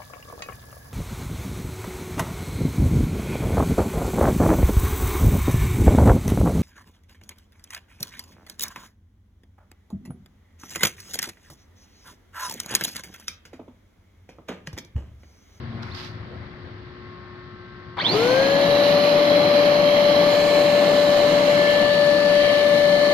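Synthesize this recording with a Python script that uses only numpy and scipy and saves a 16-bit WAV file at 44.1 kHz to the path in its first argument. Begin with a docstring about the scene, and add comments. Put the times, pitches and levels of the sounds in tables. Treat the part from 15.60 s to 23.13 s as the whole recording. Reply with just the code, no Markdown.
"""Electric blower starting up

A hand-held blower, hosed to a bucket as a vacuum cleaner, is switched on in a small workshop, after
a mains buzz, a far idling engine and a shoe scuff. The commutator zips upwards under the inrush
current; then the unbalanced rotor sings at its shaft rate over turbulent air and brush hiss.
Near the end the listener, a hand-held pair of microphones, turns away and the case shades the hiss."""
import sys
import numpy as np
from scipy import signal
from scipy.fft import rfft, irfft, next_fast_len
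from scipy.io import wavfile
from scipy.ndimage import map_coordinates

SR = 44100
rng = np.random.default_rng(int(sys.argv[2]) if len(sys.argv) > 2 else 0)


def bounce(signal):
    """Save signal as a 16-bit WAV file at the path given by the first command-line argument."""
    frames = np.transpose(np.atleast_2d(signal))
    limited = np.clip(frames, -1, 1)
    pcm = np.round(limited * 32767).astype(np.int16)
    wavfile.write(sys.argv[1], SR, pcm)


N = 332073
TIME = np.arange(N) / SR

SWITCH_S, FULL_HZ, BARS = 2.369, 583.4, 12  # switch-on, full shaft rate, commutator bars
HUM_HZ, HUM_CREST_S = 120, 2.458  # twice the mains rate, and one crest of its throb

# Spectra give densities per hertz. Levels are relative: each source applies its own gains.
# Third shaft harmonic in the room's standing waves: time_s, left_db, right_db, right_lead_rad
THIRD_HARMONIC = [(2.62, -31.5, -42, .8), (2.8, -24, -36, 2), (2.95, -29.5, -34, 2.2),
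                  (3.35, -35.5, -33.5, 2.6), (4.45, -33, -32, 3.5), (4.85, -36.5, -35, 1.05),
                  (5.68, -34.5, -37.5, 1.4), (5.87, -34, -36, 3.3), (6.05, -24, -29, 2),
                  (6.4, -25.5, -48, 0.6), (7.53, -27.5, -42, .8)]
# Weaker shaft harmonics: multiple, left_db, right_db, turned_change_db
WEAK_HARMONICS = [(2, -41, -44.5, 1.5), (5, -50, -47, 1), (7, -42.5, -40, -5), (24, -65, -66, -7)]
# The listener's turn from the blower to the hoses: time_s, turned_share
LISTENER_TURN = [(5.85, 0.01), (6.35, 0.81)]
# Radiation of commutator tones by the case: pitch_hz, left_db, right_db
CASE_RESPONSE = [(600, -40, -42), (830, -24, -30), (1130, -18, -25), (1500, -25, -31), (2240, -23, -28),
                 (2750, -44, -40), (3100, -28, -21), (3320, -27, -14), (3530, -14.5, -10.5),
                 (3850, -29, -27), (4200, -22, -13.5), (4680, -29, -23), (5000, -42, -43), (5750, -54, -44),
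                 (6350, -42, -46), (7200, -54, -60), (12000, -66, -68)]
# Overtones of the bar-passing tone: multiple, level_db
BAR_OVERTONES = [(2, -6), (3, -16), (4, -16)]
# Bar-passing whine at the moving listener: time_s, level_db
WHINE_LEVEL = [(2.62, -62), (2.75, -50), (2.83, -54), (2.94, -51), (3.05, -70), (4.55, -70), (4.8, -54),
               (5.2, -61), (5.85, -54), (6.3, -62), (7.4, -67)]
# Air in fan and hose, and the hose's hollow resonance: frequency_hz, left_db, right_db
RUSH_SPECTRUM = [(22, -12.5, -24.5), (45, -49, -36), (65, -35, -41.5), (108.7, -12.5, -16),
                 (178.7, 2, -3.5), (224, -4, -8), (308, 3, -1), (333, -6.5, -8.5), (422, -2, -16),
                 (478, -4.5, -3), (658, -3, -7), (880, -8.5, -12), (1140, -9.5, -24.5), (1970, -31.5, -26),
                 (5000, -100, -100)]
HOSE_SPECTRUM = [(600, -31, -33), (1120, -18.5, -15.5), (1680, -38.5, -43), (4000, -85, -86.5)]
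# Hiss through the case: frequency_hz, left_db, right_db, left_turned_change_db, right_turned_change_db
HISS_SPECTRUM = [(950, -41.5, -56, 25, 4), (1365, -7.5, -26, -4, -15), (2220, -4, -6, 2.5, -5),
                 (2610, -14, -7, 4.5, -2), (3160, -16, -3.5, 10, 1), (3500, -11.5, -9, -21, -0.5),
                 (4100, -19.5, -4.5, 2, 3), (4600, -21, -9, 4, 0), (5450, -33, -15, -7, -2.5),
                 (6380, -17.5, -24.5, -4.5, 1.5), (7300, -54.5, -26, -6, -12), (8000, -45.5, -47, 9.5, -2),
                 (10780, -24.5, -28.5, -1, -4.5), (14600, -34, -40.5, -4, -3)]
# Phase lead of the hiss on the left, bent by floor and clutter: frequency_hz, facing_rad, turned_rad
HISS_LEAD = [(1000, -2.5, 1), (2200, -1, 2.6), (2770, -0.44, 1.9), (3500, 1.6, 2.6), (4300, .7, 1.9),
             (4800, 1, 2.7), (5950, 3.5, 3), (14000, 5, 3)]
# Resonances of vent and hose at the moving listener: time_s, centre_hz, left_db, right_db
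VENT_RESONANCE = [(2.55, 4218, -42, -33), (3.2, 4080, -35.5, -31), (4.2, 4200, -39, -32.5),
                  (4.7, 4120, -36.5, -32.5), (5.35, 4180, -39, -33.5), (5.8, 4090, -42, -35),
                  (6.15, 4250, -47, -31), (6.52, 4520, -50, -35), (6.85, 4450, -50, -34.5),
                  (7.2, 4100, -50, -35.5)]
PIPE_RESONANCE = [(2.6, 1018, -45, -50), (3.1, 1150, -43, -46), (4.0, 1149, -43, -47),
                  (4.9, 1119, -35.5, -42), (5.8, 1149, -47, -45), (6.4, 1174, -38, -46)]
# Breathy hiss near 3.1 kHz that rises as the listener turns: time_s, centre_hz, left_db, right_db
RISING_BAND = [(3.0, 3100, -44, -44), (4.0, 3150, -45, -36.5), (4.55, 3128, -46, -34),
               (4.9, 3120, -51, -42), (5.399, 3165, -46, -46), (5.8, 2915, -53, -42), (6.1, 3090, -40, -32),
               (6.38, 3600, -54, -45), (6.6, 3690, -60, -58)]
# Sizzle around 6-8 kHz, brush sparks and the switch's crack: frequency_hz, left_db, right_db
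SIZZLE_SPECTRUM = [(4000, -140, -140), (6350, -88.5, -92.5), (8320, -96.0, -94.0), (9100, -104, -104),
                   (15000, -140, -140)]
SPARK_SPECTRUM = [(500, -88, -90), (1050, -63, -70), (1500, -73, -80), (2250, -70, -74), (2800, -86, -84),
                  (3400, -81, -71), (3850, -87, -83), (4300, -82, -71), (5200, -99, -92),
                  (9000, -122, -120)]
CRACK_SPECTRUM = [(400, -84, -89), (950, -60, -65), (2400, -80, -82), (4300, -94, -80), (7500, -118, -116),
                  (14000, -132, -132)]
# The sizzle's beam at the moving listener: time_s, gain_db
SIZZLE_BEAM = [(2.6, 7), (3.2, -9.5), (4.4, -23), (4.8, 11), (5.9, 9), (6.4, 6)]
# Shoe scuffs, finger rubs, clothes rustles and footfalls: centre_s, length_s, level_db
SCUFF_STROKES = [(0.229, 0.012, 2.5), (.29, 0.16, -10), (.349, .01, -1), (.375, .07, -7), (0.42, 0.18, 2)]
RUB_STROKES = [(0.18, 0.18, -4.5), (0.75, 0.27, -11), (.98, 0.28, -17)]
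CLOTH_STROKES = [(.27, 0.24, 1.5), (.62, 0.16, -8), (.88, 0.42, -6.5), (1.2, .25, -14), (1.66, 0.51, -11)]
STEP_STROKES = [(.73, .2, 0), (1.07, .14, -0.5)]
# Spectra of the same four contacts: frequency_hz, left_db, right_db
GRIT_SPECTRUM = [(300, -84, -98), (1200, -75.5, -90), (2300, -77.5, -82), (3400, -86, -75),
                 (4900, -93, -74.5), (6000, -94, -88), (7950, -107, -104), (14000, -106, -107)]
RUB_SPECTRUM = [(150, -95, -97), (230, -55, -61), (460, -78, -85), (604, -61, -67), (950, -79, -81),
                (2100, -91, -79), (3960, -120, -120)]
CLOTH_SPECTRUM = [(500, -85, -94), (900, -74, -76), (1400, -75, -89), (2320, -79, -78), (3000, -105, -94),
                  (7000, -125, -125)]
THUD_SPECTRUM = [(50, -79.5, -82.5), (85, -47, -55.5), (130, -75.5, -74), (330, -92, -94), (500, -69, -79),
                 (800, -99, -99), (1500, -130, -130)]
# Partials of an appliance's mains buzz: pitch_hz, level_db
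BUZZ_PARTIALS = [(360.5, -45), (841, -66), (1081.5, -52), (1201.7, -62), (1321.8, -57), (1562.2, -56.5),
                 (1802.5, -58), (2042.8, -65)]
# Its upper partials at the moving listener: time_s, gain_db
BUZZ_TREBLE_GAIN = [(0, -7), (.5, -3.5), (.75, -8), (1.15, -8.5), (1.32, -4.5), (1.8, 0), (2.35, -2)]
# Partials of the far engine: pitch_hz, level_db, opening_lift_db
ENGINE_PARTIALS = [(63.7, -15.5, -5), (85, -16, -1), (104.4, -1, 4), (124, -9, 11.5), (165.5, -25, 3),
                   (184, -15, 4), (229.5, -17.5, 19)]
# Swells of the far engine: centre_s, length_s, level_db
ENGINE_SWELLS = [(.16, 0.42, -44), (.57, 0.19, -38), (.79, 0.24, -44), (1.17, .25, -49)]
# The room's low rumble and its air: frequency_hz, left_db, right_db
RUMBLE_SPECTRUM = [(25, -79.5, -83.5), (45, -70.5, -89), (89, -59, -65), (221, -67, -69.5),
                   (460, -76.5, -79.5), (730, -79, -79.5), (2500, -135, -135)]
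AIR_SPECTRUM = [(497, -100, -100), (1010, -78, -81), (2020, -76.5, -89), (2860, -99, -86),
                (4500, -102, -86.5), (5480, -112, -99), (7400, -127, -125), (15000, -134, -134)]


def shaft_rate():
    """Exponential run-up in turns per second: a quick inrush kick, a slower rise, a slight late sag."""
    kick_share, kick_s, run_up_s = .28, .055, .196
    age = np.maximum(TIME - SWITCH_S, 0)
    shortfall = kick_share * np.exp(-age / kick_s) + (1 - kick_share) * np.exp(-age / run_up_s)
    sag_hz = .8 * np.clip(2 * (TIME - 6.3) + .5, 0, 1)
    return FULL_HZ * (1 - shortfall) - sag_hz


def rotor(hz, angle, turned):
    """Forced vibration: unbalance shakes the case once a turn; at speed the bearings add harmonics."""
    flutter_db = .5 * walk(8.2) + .59 * walk(35) + .97 * walk(140) + .45 * walk(3)
    note_db = stereo(-14.5, -20.5) + stereo(.17, -3) * turned + flutter_db
    tone = (hz / FULL_HZ) ** 1.8 * undb(note_db) * np.sin(angle + stereo(0, -.12))
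    *third_db, lead = curve(THIRD_HARMONIC)
    tone += undb(np.array(third_db) + .58 * walk(45)) * np.sin(3 * angle + stereo(0, 1) * lead)
    ring_hz, half_width_hz = 1035, 63  # a case resonance, crossed on the way up
    for multiple, left_db, right_db, turned_db in WEAK_HARMONICS:
        onset = np.interp(hz, [450, 510] if multiple < 3 else [560, 580], [0, 1])
        ring_db = 8.5 * np.exp(-((multiple * hz - ring_hz) / half_width_hz) ** 2)
        for side, db in enumerate((left_db, right_db)):
            waver_db = 3.2 * walk(4) + 2 * walk(40)
            level = onset * undb(db + ring_db + turned_db * turned + waver_db)
            jitter = walk(1.977) + 1.1 * walk(60)
            tone[side] += level * np.sin(multiple * angle + jitter)
    return np.sqrt(2) * ramp(hz, 345, span=70) * tone


def commutator(hz, angle):
    """Periodic impact: bars rattle under the brushes, driven by an inrush that throbs with the mains."""
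    current = np.clip(1 - hz / FULL_HZ, 0, 1) ** .47  # back voltage chokes it as speed rises
    bar_hz, bar_angle = BARS * hz, BARS * angle
    roughness = np.interp(hz, [90, 240], [.6, .3])
    zing_db = response(CASE_RESPONSE, bar_hz) + 4 * roughness * walk(300)
    zing = undb(zing_db) * np.sin(bar_angle + stereo(1, 0) + roughness * walk(700))
    overtones = 0
    for multiple, db in BAR_OVERTONES:
        level = undb(response(CASE_RESPONSE, multiple * bar_hz) + db)
        overtones += level * np.sin(multiple * bar_angle + roughness * walk(500))
    overtones *= np.interp(hz, [30, 100, 185, 260], [0, 1, 1, 0])
    rattle = np.sqrt(2) * current * throb(depth=.48) * (zing + overtones)
    return workshop(rattle, wet_db=-4, t60_s=.08) * (TIME > SWITCH_S)


def airflow(hz, turned):
    """Turbulence in fan and hose grows as a power of speed and is shaded as the listener turns."""
    drive = ramp(hz, 0, span=420) ** 1.9
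    air = lagged(colour(noise_pair(apart=.05), RUSH_SPECTRUM), lag_ms=.12)
    rush = signal.sosfiltfilt(signal.butter(2, 500, fs=SR, output="sos"), air)
    whoosh = air - rush + colour(noise_pair(apart=.96), HOSE_SPECTRUM)
    gusts = undb(.5 * walk(14))
    return drive * gusts * (rush * undb(-49 - 3 * turned) + whoosh * undb(-47.5 - 4.5 * turned))


def brushes(hz, angle, turned):
    """Acoustic shadow: brush and vent hiss, pulsing once a turn, is recoloured as the listener turns."""
    drive = ramp(hz, 0, span=420) ** 1.7
    pulsing = drive * (1 + .17 * np.cos(angle)) * undb(.7 * walk(220) + .45 * walk(13))
    facing = phase_lagged(noise_pair(apart=.5) * pulsing, HISS_LEAD, column=0)
    away = phase_lagged(noise_pair(apart=.47) * pulsing, HISS_LEAD, column=1)
    facing = np.cos(turned * np.pi / 2) * colour(facing, HISS_SPECTRUM)
    away = np.sin(turned * np.pi / 2) * colour(away, HISS_SPECTRUM, turned=True)
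    hiss = standing_waves(facing + away)
    treble = signal.sosfiltfilt(signal.butter(4, 6500, "high", fs=SR, output="sos"), hiss)
    treble_gain = drive ** 2 * undb(.5 + walk(2.09))  # the finest hiss needs high speed
    return (hiss + treble * (treble_gain - 1)) * undb(-56)


def breathy_band(hz, table, width_hz, left_lead_rad):
    """Narrow-band noise: hiss gathered about a wandering centre is heard as a breathy pitch."""
    centre_hz, *level_db = curve(table)
    centre_hz = centre_hz + .15 * width_hz * walk(9)
    noise = noise_pair(apart=.2) + 1j * noise_pair(apart=.2)
    breath = signal.sosfilt(signal.butter(2, width_hz / 2, fs=SR, output="sos"), noise)
    band = np.real(breath * np.exp(1j * (phase(centre_hz) + stereo(1, 0) * left_lead_rad)))
    return band / np.std(band) * undb(level_db) * ramp(hz, 300, span=130)


def coils(hz):
    """Magnetic force from the inrush current makes the field coils hum at twice the mains rate."""
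    current = np.clip(1 - hz / FULL_HZ, 0, 1) ** .5 * ramp(TIME, SWITCH_S, span=.17)
    return np.sqrt(2) * undb(stereo(-30.5, -36)) * current * np.sin(2 * np.pi * HUM_HZ * TIME)


def sparks(hz):
    """Arcing at the brushes gives rough bursts of noise while the rotor is still slow."""
    slow = np.interp(hz, [0, 50, 220, 380], [0, 1, 1, 0])
    bursts = throb(depth=.5) * undb(3.5 * walk(450))
    return colour(noise_pair(apart=.33) * slow * bursts, SPARK_SPECTRUM)


def whine(hz, angle):
    """At speed the bars leave a thin tone at their passing rate, broadened by phase modulation."""
    scatter_rad = np.interp(hz, [560, 580], [.9, .35])
    tone = np.array([undb(3 * walk(25)) * np.sin(BARS * angle + walk(2) + scatter_rad * walk(160))
                     for side in range(2)])
    return np.sqrt(2) * undb(curve(WHINE_LEVEL)[0]) * ramp(hz, 380, span=60) * tone


def sizzle(hz):
    """Directivity: a band of sizzle around 6-8 kHz comes and goes as the listener moves."""
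    band = colour(noise_pair(apart=.69), SIZZLE_SPECTRUM)
    return band * undb(curve(SIZZLE_BEAM)[0]) * ramp(hz, 300, span=200)


def switch():
    """Impact: the switch snaps shut with a plastic crack that decays exponentially."""
    age = np.maximum(TIME - SWITCH_S, 0)
    return colour(noise_pair(apart=.26) * (age > 0) * np.exp(-age / .065), CRACK_SPECTRUM)


def shoe():
    """Sliding friction: a sole clicks down, drags over gritty concrete and squeaks once."""
    grain_db = 2.6 * walk(600)
    grit = colour(noise_pair(apart=1) * strokes(SCUFF_STROKES) * undb(grain_db), GRIT_SPECTRUM)
    slip = ramp(TIME, .312, span=.02)
    squeak_hz = 3300 + 1100 * np.sin(slip * np.pi / 2)
    envelope = np.abs(np.sin(np.pi * slip)) ** .7 * undb(3 * walk(300))
    squeak = envelope * np.sin(phase(squeak_hz) + .5 * walk(900))
    return workshop(grit + squeak * undb(stereo(-44, -37)), wet_db=-6, t60_s=.4)


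def handling():
    """Contact noise: fingers rub the microphones' housing, clothes rustle and feet come down softly."""
    rubs = colour(noise_pair(apart=.11) * strokes(RUB_STROKES) * undb(2 * walk(48.8)), RUB_SPECTRUM)
    cloth = colour(noise_pair(apart=.88) * strokes(CLOTH_STROKES) * undb(2 * walk(25)), CLOTH_SPECTRUM)
    cloth = standing_waves(cloth)
    steps = colour(noise_pair(apart=.05) * strokes(STEP_STROKES), THUD_SPECTRUM)
    return rubs + cloth + steps


def mains_buzz():
    """An appliance buzzes on harmonics of the rectified mains; the lowest grows as the listener nears."""
    near_db = np.interp(TIME, [0, 3.1], [-5, 0])
    treble_db = curve(BUZZ_TREBLE_GAIN)[0]
    buzz = 0
    for hz, db in BUZZ_PARTIALS:
        drift_db = near_db + .7 * walk(4.6) if hz < 500 else treble_db + 2 * walk(5.3)
        buzz += undb(db + drift_db) * np.sin(2 * np.pi * hz * TIME)
    return lagged(np.sqrt(2) * buzz * undb(stereo(1, -2.5)), lag_ms=-.1)


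def far_engine():
    """An engine idling far outside radiates a low line spectrum that drones, swells and settles."""
    drone = np.interp(TIME, [.18, .5], [1, 0])
    idle = 0
    for hz, db, lift_db in ENGINE_PARTIALS:
        level = undb(db + lift_db * drone + .87 * walk(5.1))
        idle += level * np.sin(2 * np.pi * hz * TIME + .54 * walk(7))
    envelope = undb(-51) + strokes(ENGINE_SWELLS)
    return lagged(np.sqrt(2) * idle * envelope * undb(stereo(1, -2.5)), lag_ms=-.33)


def room_murmur():
    """Ambient noise: a nearly coherent rumble and diffuse air die down to a steady floor."""
    murmur_db = -4 + 8 * np.exp(-TIME / .93) + .48 * walk(11)
    rumble = lagged(colour(noise_pair(apart=.043), RUMBLE_SPECTRUM), lag_ms=-.36)
    air = colour(noise_pair(apart=1), AIR_SPECTRUM)
    return rumble * undb(murmur_db) + air * undb(.63 * murmur_db)


def workshop(x, wet_db, t60_s):
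    """Reverberation: dense reflections from floor and clutter join the direct sound at constant power."""
    t = TIME[:SR // 2]
    tail = rng.standard_normal((2, len(t))) * undb(-60 * t / t60_s) * (t > .002)
    tail *= undb(wet_db) / np.sqrt(np.sum(tail ** 2, axis=1, keepdims=True))
    reflections = signal.fftconvolve(x, tail, axes=1)[:, :N]
    return (x + reflections) / np.sqrt(1 + undb(2 * wet_db))


def standing_waves(x, spacing_hz=210, changes_per_s=3.5):
    """Interference: neighbouring bands swell and sink at random as the listener moves about the room."""
    hz, s, bands = signal.stft(x, SR, nperseg=1024)
    field = rng.standard_normal((128, 64))
    grid = np.meshgrid(hz / spacing_hz, s * changes_per_s, indexing="ij")
    patches = map_coordinates(field, grid, order=3, mode="wrap")
    depth_db = 1.9 * np.interp(hz, [5000, 8000], [1, .4])[:, None]
    return signal.istft(bands * undb(depth_db * patches), SR)[1][:, :N]


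def noise_pair(apart):
    """Partial coherence: white noise at two microphones; apart is the share of power not in common."""
    return np.sqrt(1 - apart) * rng.standard_normal(N) + np.sqrt(apart) * rng.standard_normal((2, N))


def colour(x, table, turned=False):
    """Filtering gives white noise a left and a right spectrum; turned adds the last two columns."""
    size = next_fast_len(N + 8192)
    db = response(table, np.arange(size // 2 + 1) * SR / size)
    gain = undb(db[:2] + turned * db[-2:])
    return irfft(rfft(x, size) * gain, size)[:, :N] * np.sqrt(SR / 2)


def lagged(x, lag_ms):
    """Path difference: the right side hears the sound later, or earlier if the lag is negative."""
    right = map_coordinates(x[1], [(TIME - lag_ms / 1000) * SR], order=3, mode="mirror")
    return np.array([x[0], right])


def phase_lagged(x, table, column):
    """Phase delay: the right side lags by an angle that depends on frequency."""
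    size = next_fast_len(N + 8192)
    lag_rad = response(table, np.arange(size // 2 + 1) * SR / size)[column]
    return np.array([x[0], irfft(rfft(x[1], size) * np.exp(-1j * lag_rad), size)[:N]])


def throb(depth):
    """Amplitude modulation at twice the mains rate."""
    return 1 + depth * np.cos(2 * np.pi * HUM_HZ * (TIME - HUM_CREST_S))


def strokes(table):
    """Superposed half-cosine swells of force."""
    return sum(undb(db) * np.cos(np.pi * np.clip((TIME - centre_s) / length_s, -.5, .5))
               for centre_s, length_s, db in table)


def walk(rate_hz):
    """Smooth random fluctuation with a spread of about one."""
    knots = rng.standard_normal(4096)
    coarse = map_coordinates(knots, [TIME[::64] * rate_hz], order=3, mode="wrap")
    return np.interp(TIME, TIME[::64], coarse)


def curve(table):
    """A table's columns, interpolated in time."""
    time_s, *columns = np.transpose(table)
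    return np.array([np.interp(TIME, time_s, column) for column in columns])


def response(table, hz):
    """A spectrum's columns, interpolated in log frequency."""
    points_hz, *columns = np.transpose(table)
    log_hz = np.log(np.maximum(hz, 1))
    return np.array([np.interp(log_hz, np.log(points_hz), column) for column in columns])


def phase(hz):
    """Phase in radians is the integral of frequency."""
    return 2 * np.pi * np.cumsum(hz) / SR


def ramp(x, start, span):
    """A linear rise from 0 to 1 as x passes through span."""
    return np.clip((x - start) / span, 0, 1)


def stereo(left, right):
    """One value for each side."""
    return np.array([[left], [right]])


def undb(db):
    """Decibels to amplitude ratio."""
    return 10 ** (np.asarray(db) / 20)


def scene():
    """Superposition: one shaft drives the motor and air sounds, which add to those of the workshop."""
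    hz = shaft_rate()
    angle = phase(hz * (1 + .0005 * walk(25)))
    turned = curve(LISTENER_TURN)[0]
    motor = coils(hz) + rotor(hz, angle, turned) + commutator(hz, angle) + sparks(hz) + whine(hz, angle)
    vent = breathy_band(hz, VENT_RESONANCE, width_hz=230, left_lead_rad=.8 + 1.3 * turned)
    rising_hiss = breathy_band(hz, RISING_BAND, width_hz=190, left_lead_rad=-1.5)
    pipe = breathy_band(hz, PIPE_RESONANCE, width_hz=90, left_lead_rad=.2)
    air = airflow(hz, turned) + brushes(hz, angle, turned) + vent + rising_hiss + pipe + sizzle(hz)
    return motor + air + switch() + shoe() + handling() + mains_buzz() + room_murmur() + far_engine()


def record(dry):
    """Band limiting: a steep low-pass removes the treble above 15.3 kHz."""
    return signal.sosfilt(signal.ellip(10, .1, 80, 15300, fs=SR, output="sos"), dry)


dry = scene()
out = record(dry)
bounce(out)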